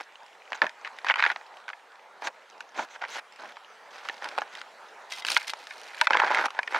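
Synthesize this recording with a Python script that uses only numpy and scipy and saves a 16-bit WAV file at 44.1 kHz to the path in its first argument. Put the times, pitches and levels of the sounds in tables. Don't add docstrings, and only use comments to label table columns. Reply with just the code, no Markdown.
import sys
import numpy as np
from scipy import signal
from scipy.fft import rfft, irfft, next_fast_len
from scipy.io import wavfile
from scipy.ndimage import uniform_filter1d

SR = 44100
rng = np.random.default_rng(int(sys.argv[2]) if len(sys.argv) > 2 else 0)


def unload_wav(signal):
    wavfile.write(
        sys.argv[1],
        SR,
        np.round(np.clip(np.atleast_2d(signal).T, -1, 1) * 32767).astype(np.int16),
    )


N = 299439


def gain_of(db):
    return 10 ** (np.asarray(db) / 20)


def evened(x):
    return x / np.sqrt(np.mean(x ** 2) + 1e-20)


def read(points, hz):
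    f, value = np.transpose(points)
    return np.interp(np.log(hz + 1), np.log(f + 1), value)


def colour(x, points):
    size = next_fast_len(x.shape[-1])
    gain = gain_of(read(points, np.fft.rfftfreq(size, 1 / SR)))
    return irfft(rfft(x, size) * gain, size)[..., :x.shape[-1]]


def add(mix, s, sound):
    part = mix[:, round(s * SR):][:, :sound.shape[1]]
    part += sound[:, :part.shape[1]]


def wash():
    # (f/Hz, density/dB per Hz)
    wash_spectrum = [(60, -19), (301, -18.5), (458, -4.5), (651, -2.5), (880, 2.5), (1110, -3), (1310, -2),
                     (7060, -24.5), (16000, -45)]
    # (t/s, level/dB)
    wash_level = [(0, -53), (1.3, -49.5), (1.8, -54), (3.6, -51.5), (4.2, -49), (6.79, -49.5)]
    a, b, c, d, patches = rng.standard_normal((N // 256 + 5, 513, 5)).T
    patches = uniform_filter1d(patches, size=14, axis=0)
    patches = evened(uniform_filter1d(patches, size=10, axis=1))
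    spectrum_db = read(wash_spectrum, np.fft.rfftfreq(1024, 1 / SR))[:, None]
    z = np.array([a + 1j * b, c + 1j * d]) * gain_of(spectrum_db + 2.3 * patches)
    noise = signal.istft(z, nperseg=1024, noverlap=768)[1][:, :N]
    level_db = np.interp(np.arange(N) / SR, *np.transpose(wash_level))
    return gain_of(level_db) * evened(noise)


def ring(pitch_hz, hold, db_per_octave=9.0, detune=0.122, contact_s=0.0027, chatter=0.11,
         blow=4.8, blow_s=0.00088, size=10):
    # (f/Hz, level/dB, 60 dB decay/s)
    wood_modes = [(333, -25, 0.03), (589, -12.5, 0.1), (907, 2, 0.052), (1180, -0.5, 0.015),
                  (1580, 5, 0.048), (2050, 5.5, 0.022), (2360, -3, 0.097), (3400, -1.5, 0.026),
                  (4230, -5.5, 0.022)]
    t = np.arange(3000) / SR
    hz, db, t60 = np.transpose(wood_modes)[:, :, None]
    hz = hz * (1 + detune * (2 * rng.random((2, 4) + hz.shape) - 1))
    db = db - db_per_octave * abs(np.log2(hz / pitch_hz)) - 60 * t / (t60 * hold)
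    polarity = rng.choice([-1, 1], hz.shape)
    modes = (gain_of(db) * np.cos(2 * np.pi * hz * t) * polarity).sum((1, 2))
    modes = modes * (1 + blow * np.exp(-t / blow_s))
    rattle = rng.standard_normal((2, 400)) * np.exp(-t[:400] / contact_s)
    strike = (t[:400] == 0) + chatter * rattle
    soft = signal.oaconvolve(strike, signal.windows.hann(M=size)[None], axes=1)
    thin = signal.butter(N=3, Wn=pitch_hz / 2.5, btype="high", fs=SR, output="sos")
    return signal.sosfilt(thin, signal.fftconvolve(modes, soft, axes=1)[:, :3000])


def fibres(t60, crisp_db=0., rise_s=0.000096, patchy_db=7.0):
    # (f/Hz, density/dB per Hz)
    leaf_spectrum = [(300, -29), (1500, -3.5), (2800, 1.5), (4200, -4.5), (5000, -6), (6100, -10.5),
                     (7600, -20), (8800, -19.5), (11000, -28.5), (12300, -32), (16000, -52)]
    t, (hz, db) = np.arange(3000) / SR, np.transpose(leaf_spectrum)
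    db = db + crisp_db * np.log2(hz / 5000) + patchy_db * rng.standard_normal(len(hz))
    noise = colour(rng.standard_normal((2, 3000)), np.transpose([hz, db]))
    return noise * gain_of(-60 * t / t60) * (1 - np.exp(-t / rise_s)) ** 2


def slips(per_s, spread_db, voices, level):
    happens = rng.random(N) < per_s / SR
    size = gain_of(spread_db * np.minimum(rng.exponential(1, N), 4)) * happens
    size = level * evened(size)
    pick = rng.integers(0, len(voices), N)
    out = np.zeros((2, N))
    for k, voice in enumerate(voices):
        clicks = (size * (pick == k))[None]
        out += signal.oaconvolve(clicks, voice / np.linalg.norm(voice[0]), axes=1)[:, :N]
    return out


def contact():
    # (start t/s, length/s,
    # turn as share of length 0-1, wood level/dB at the turn, leaf level/dB at the turn,
    # drop from the turn to the ends/dB (below 0: a rise), thinness of the wood 0-1)
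    drags = [(0, 0.017, 0, -27, -47, 40, 0.33), (0.528, 0.059, 0.4, -38.5, -71, 9.5, 0.27),
             (0.616, 0.067, 0, -24.5, -54, 25.5, 0), (0.836, 0.077, 0.1, -34, -69, 27, 0.9),
             (1.048, 0.07, 0.74, -23, -49, 12, 0.86), (1.166, 0.157, 0.14, -26, -51, 8.5, 0.66),
             (2.209, 0.071, 1, -27.5, -46.5, 18, 0.18), (2.741, 0.11, 0.45, -30.5, -49, 18, 0.04),
             (2.898, 0.064, 1, -42.5, -60, 10, 0.67), (3.011, 0.052, 0.5, -41, -62, -7, 0.22),
             (3.072, 0.12, 1, -34.5, -44.5, 15.5, 0.51), (3.385, 0.14, 0.07, -40.5, -52, 11.5, 0.07),
             (3.901, 0.3, 0.46, -46, -50.5, 12.5, 0.24), (4.201, 0.24, 0.07, -36, -50, 18, 0.14),
             (4.509, 0.085, 0.9, -44, -49.5, 11.5, 0.32), (5.096, 0.053, 0.5, -40.5, -40, 12, 0.46),
             (5.151, 0.05, 0.8, -56, -38.5, 14, 0.5), (5.255, .12, 0.1, -40.5, -31.5, 4, 0.14),
             (5.387, 0.11, 0.07, -41, -45.5, 19, 0.97), (5.465, 0.046, 0.4, -45, -37.5, 7, 0.93),
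             (5.535, 0.52, 1, -40, -48, 25.5, 0.94), (6.097, 0.29, 0.1, -30, -51.5, 0, 0.17),
             (6.376, 0.088, 0.1, -25, -46, 4, 0.19), (6.459, 0.13, 0.96, -40.5, -68, 24, 0.25),
             (6.687, 0.14, 0.42, -27.5, -49.5, 16.5, 0.26)]
    # (t/s, share 0-1)
    crispness = [(0, 0.65), (4.7, .05), (5.05, 1), (5.5, 1), (6.1, 0.55), (6.79, 1)]
    leaf_share = 0.35
    level = np.zeros((5, N))
    for start, length, turn, wood_db, leaf_db, end_drop_db, thin in drags:
        u = np.linspace(0, 1, round(length * SR))
        turn = np.clip(turn, 1 / SR, 1 - 1 / SR)
        drop_db = end_drop_db * np.maximum(1 - u / turn, (u - turn) / (1 - turn))
        rub = gain_of(wood_db - drop_db)
        rustle = gain_of(leaf_db - leaf_share * drop_db)
        crisp = np.interp(start, *np.transpose(crispness))
        woods = [np.interp(thin, [0, .2, 1], row) for row in np.eye(3)]
        share = np.clip(woods + [1 - crisp, crisp], 0, 1)[:, None]
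        add(level, start, np.sqrt(share) * [rub, rub, rub, rustle, rustle])
    letting_go = np.exp(-1 / (0.0048 * SR))
    level = signal.lfilter([1 - letting_go], [1, -letting_go], level)
    surge = uniform_filter1d(rng.standard_normal(N), size=500)
    surge = evened(uniform_filter1d(surge, size=500))
    return level * gain_of(2.27 * surge)


def strokes():
    wood = [[ring(hz * k, 0.82) for k in np.linspace(.8, 1.25, num=8)] for hz in (330, 900, 2200)]
    leaves = [[fibres(t60, tilt_db) for t60 in np.geomspace(.006, .03, num=16)] for tilt_db in (-4., 6.)]
    level = contact()
    rubbing = sum(slips(700, 3.82, voices, x) for voices, x in zip(wood, level))
    rustling = sum(slips(1500, 5.3, voices, x) for voices, x in zip(leaves, level[3:]))
    stray = slips(23, 3.3, wood[-1] + leaves[0], gain_of(-63))
    return rubbing + rustling + stray


def snaps():
    # (t/s, peak wood level/dB, struck part f/Hz, peak crack level/dB)
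    breaks = [(0.521, -17, 665, -35), (0.531, -15.5, 1550, -35), (0.667, -19.5, 1030, -30),
              (0.694, -29, 2500, -31), (0.875, -26, 1400, -39), (0.987, -29, 2100, -34.5),
              (1.046, -18.5, 970, -31), (1.086, -16, 1740, -41), (1.158, -15, 1900, -29),
              (1.317, -23, 1600, -35), (1.57, -35.5, 1500, -38), (1.681, -25.5, 1400, -35),
              (1.69, -26, 1170, -32.5), (2.272, -18.5, 1210, -20.5), (2.606, -26.5, 1520, -31.5),
              (4.087, -20, 1700, -19), (4.243, -23, 1030, -26.5), (4.288, -34, 890, -25.5),
              (4.379, -13.5, 1170, -34), (4.385, -13, 970, -23.5), (4.418, -16.5, 882, -33.5),
              (4.552, -30.5, 3160, -29), (4.615, -26, 1420, -28), (5.12, -33, 2130, -33),
              (5.184, -32, 2300, -33), (5.223, -44, 2050, -31), (5.249, -17.5, 1600, -17),
              (5.285, -21, 1810, -12.5), (5.312, -38, 3200, -33), (5.366, -3.5, 1480, -28),
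              (5.496, -39, 2060, -22), (5.535, -19.5, 910, -23.5), (5.67, -33, 1960, -31),
              (5.708, -29, 2070, -37), (6.013, -6, 756, -8), (6.071, -6.5, 1080, -27),
              (6.107, -6, 920, -23), (6.146, -9.5, 950, -39), (6.171, -6.5, 920, -31), (6.2, -4, 1290, -42),
              (6.313, -10, 1010, -29), (6.347, -9.5, 1590, -20.5), (6.457, -17, 2050, -22),
              (6.505, -26.5, 970, -29.5), (6.631, -22, 2660, -30), (6.676, -19, 2220, -29)]
    out = np.zeros((2, N))
    for s, db, hz, crack_db in breaks:
        wood = ring(hz, 0.99)
        crack = fibres(0.016, 0.079, patchy_db=-1.0)
        wood = gain_of(db) * wood / abs(wood[0]).max()
        crack = gain_of(crack_db) * crack / abs(crack[0]).max()
        add(out, s, wood + crack)
    return out


def hiss():
    # (start t/s, length/s, level/dB)
    slides = [(0.542, 0.026, -48), (2.237, 0.05, -43.5), (2.748, 0.11, -48), (2.888, 0.085, -56.5),
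              (3.097, 0.075, -46.5)]
    # (f/Hz, gain/dB)
    slide_colour = [(4000, 8), (5200, -8), (6000, 7), (7400, -5), (10400, -34), (12400, -31)]
    level = np.zeros((1, N))
    for start, length, db in slides:
        add(level, start, gain_of(db) * signal.windows.tukey(round(length * SR), 0.6)[None])
    rising_noise = np.diff(rng.standard_normal((2, N + 1)))
    return level * evened(colour(rising_noise, slide_colour))


def knocks():
    # (t/s, peak level/dB, struck part f/Hz)
    taps = [(0.618, -6, 980), (1.066, -23, 1770), (1.099, -8.5, 1580), (1.109, -7.5, 1580),
            (1.116, -14.5, 1490), (1.14, -13.5, 1480), (1.17, -23, 1600), (1.194, -13.5, 1730),
            (1.225, -6, 1810), (1.239, -7, 1500), (1.251, -13.5, 1700), (1.263, -9, 1450),
            (1.301, -12, 1460), (1.361, -21.5, 1514), (1.701, -27, 1080), (1.732, -27.5, 1450),
            (2.222, -22.5, 1020), (2.793, -18, 630), (3.05, -24.5, 1600), (3.039, -21, 1590),
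            (3.569, -30.5, 970), (4.097, -16.5, 950), (3.016, -33, 1600), (6.133, -9.5, 1280),
            (6.152, -8, 1000), (6.218, -10, 845), (6.236, -13.5, 900), (6.246, -17, 950),
            (6.279, -19, 1690), (6.33, -21, 1220), (6.372, -11.5, 990), (6.424, -21.5, 970),
            (6.483, -23, 900), (6.59, -8.5, 1190)]
    out = np.zeros((2, N))
    for s, db, hz in taps:
        wood = ring(hz, 0.66, chatter=0.19, blow=3.1, size=11)
        add(out, s, gain_of(db) * wood / abs(wood[0]).max())
    return out


def stalks():
    # (t/s, peak level/dB)
    flicks = [(5.121, -28), (5.133, -28), (5.183, -38), (5.221, -34), (5.479, -35), (5.499, -34)]
    # (f/Hz, relative level/dB)
    stalk_modes = [(2050, 4), (2840, -16), (3220, 1), (3800, -1)]
    t60_s = 0.1
    out, t = np.zeros((2, N)), np.arange(3000) / SR
    stalk = sum(gain_of(db - 60 * t / t60_s) * np.sin(2 * np.pi * hz * t) for hz, db in stalk_modes)
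    for s, db in flicks:
        add(out, s, gain_of(db) * stalk[None] / abs(stalk).max())
    return out


def scene():
    # (f/Hz, gain/dB)
    unshared_colour = [(150, -17), (600, -18.5), (1300, -17.5), (2400, -12), (5000, -15.5), (12000, -22.5)]
    shared, unshared = wash() + strokes() + snaps() + hiss() + knocks() + stalks()
    unshared = colour(unshared, unshared_colour)
    return np.array([shared + unshared, shared - unshared])


def record(dry):
    # (f/Hz, left over right level/dB)
    lean = [(300, 1), (1200, -1.5), (5000, -.5)]
    wind_hz, edge_hz = 200., 16100
    ports = np.array([colour(x, np.array(lean) * [1, sign / 2]) for x, sign in zip(dry, (1, -1))])
    wind_filter = signal.butter(N=4, Wn=wind_hz, btype="high", fs=SR, output="sos")
    cut = signal.sosfilt(wind_filter, ports)
    band_limit = signal.firwin(511, edge_hz, window=("kaiser", 9), fs=SR)
    return signal.oaconvolve(cut, band_limit[None], "same", axes=1)


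dry = scene()
out = record(dry)
unload_wav(out)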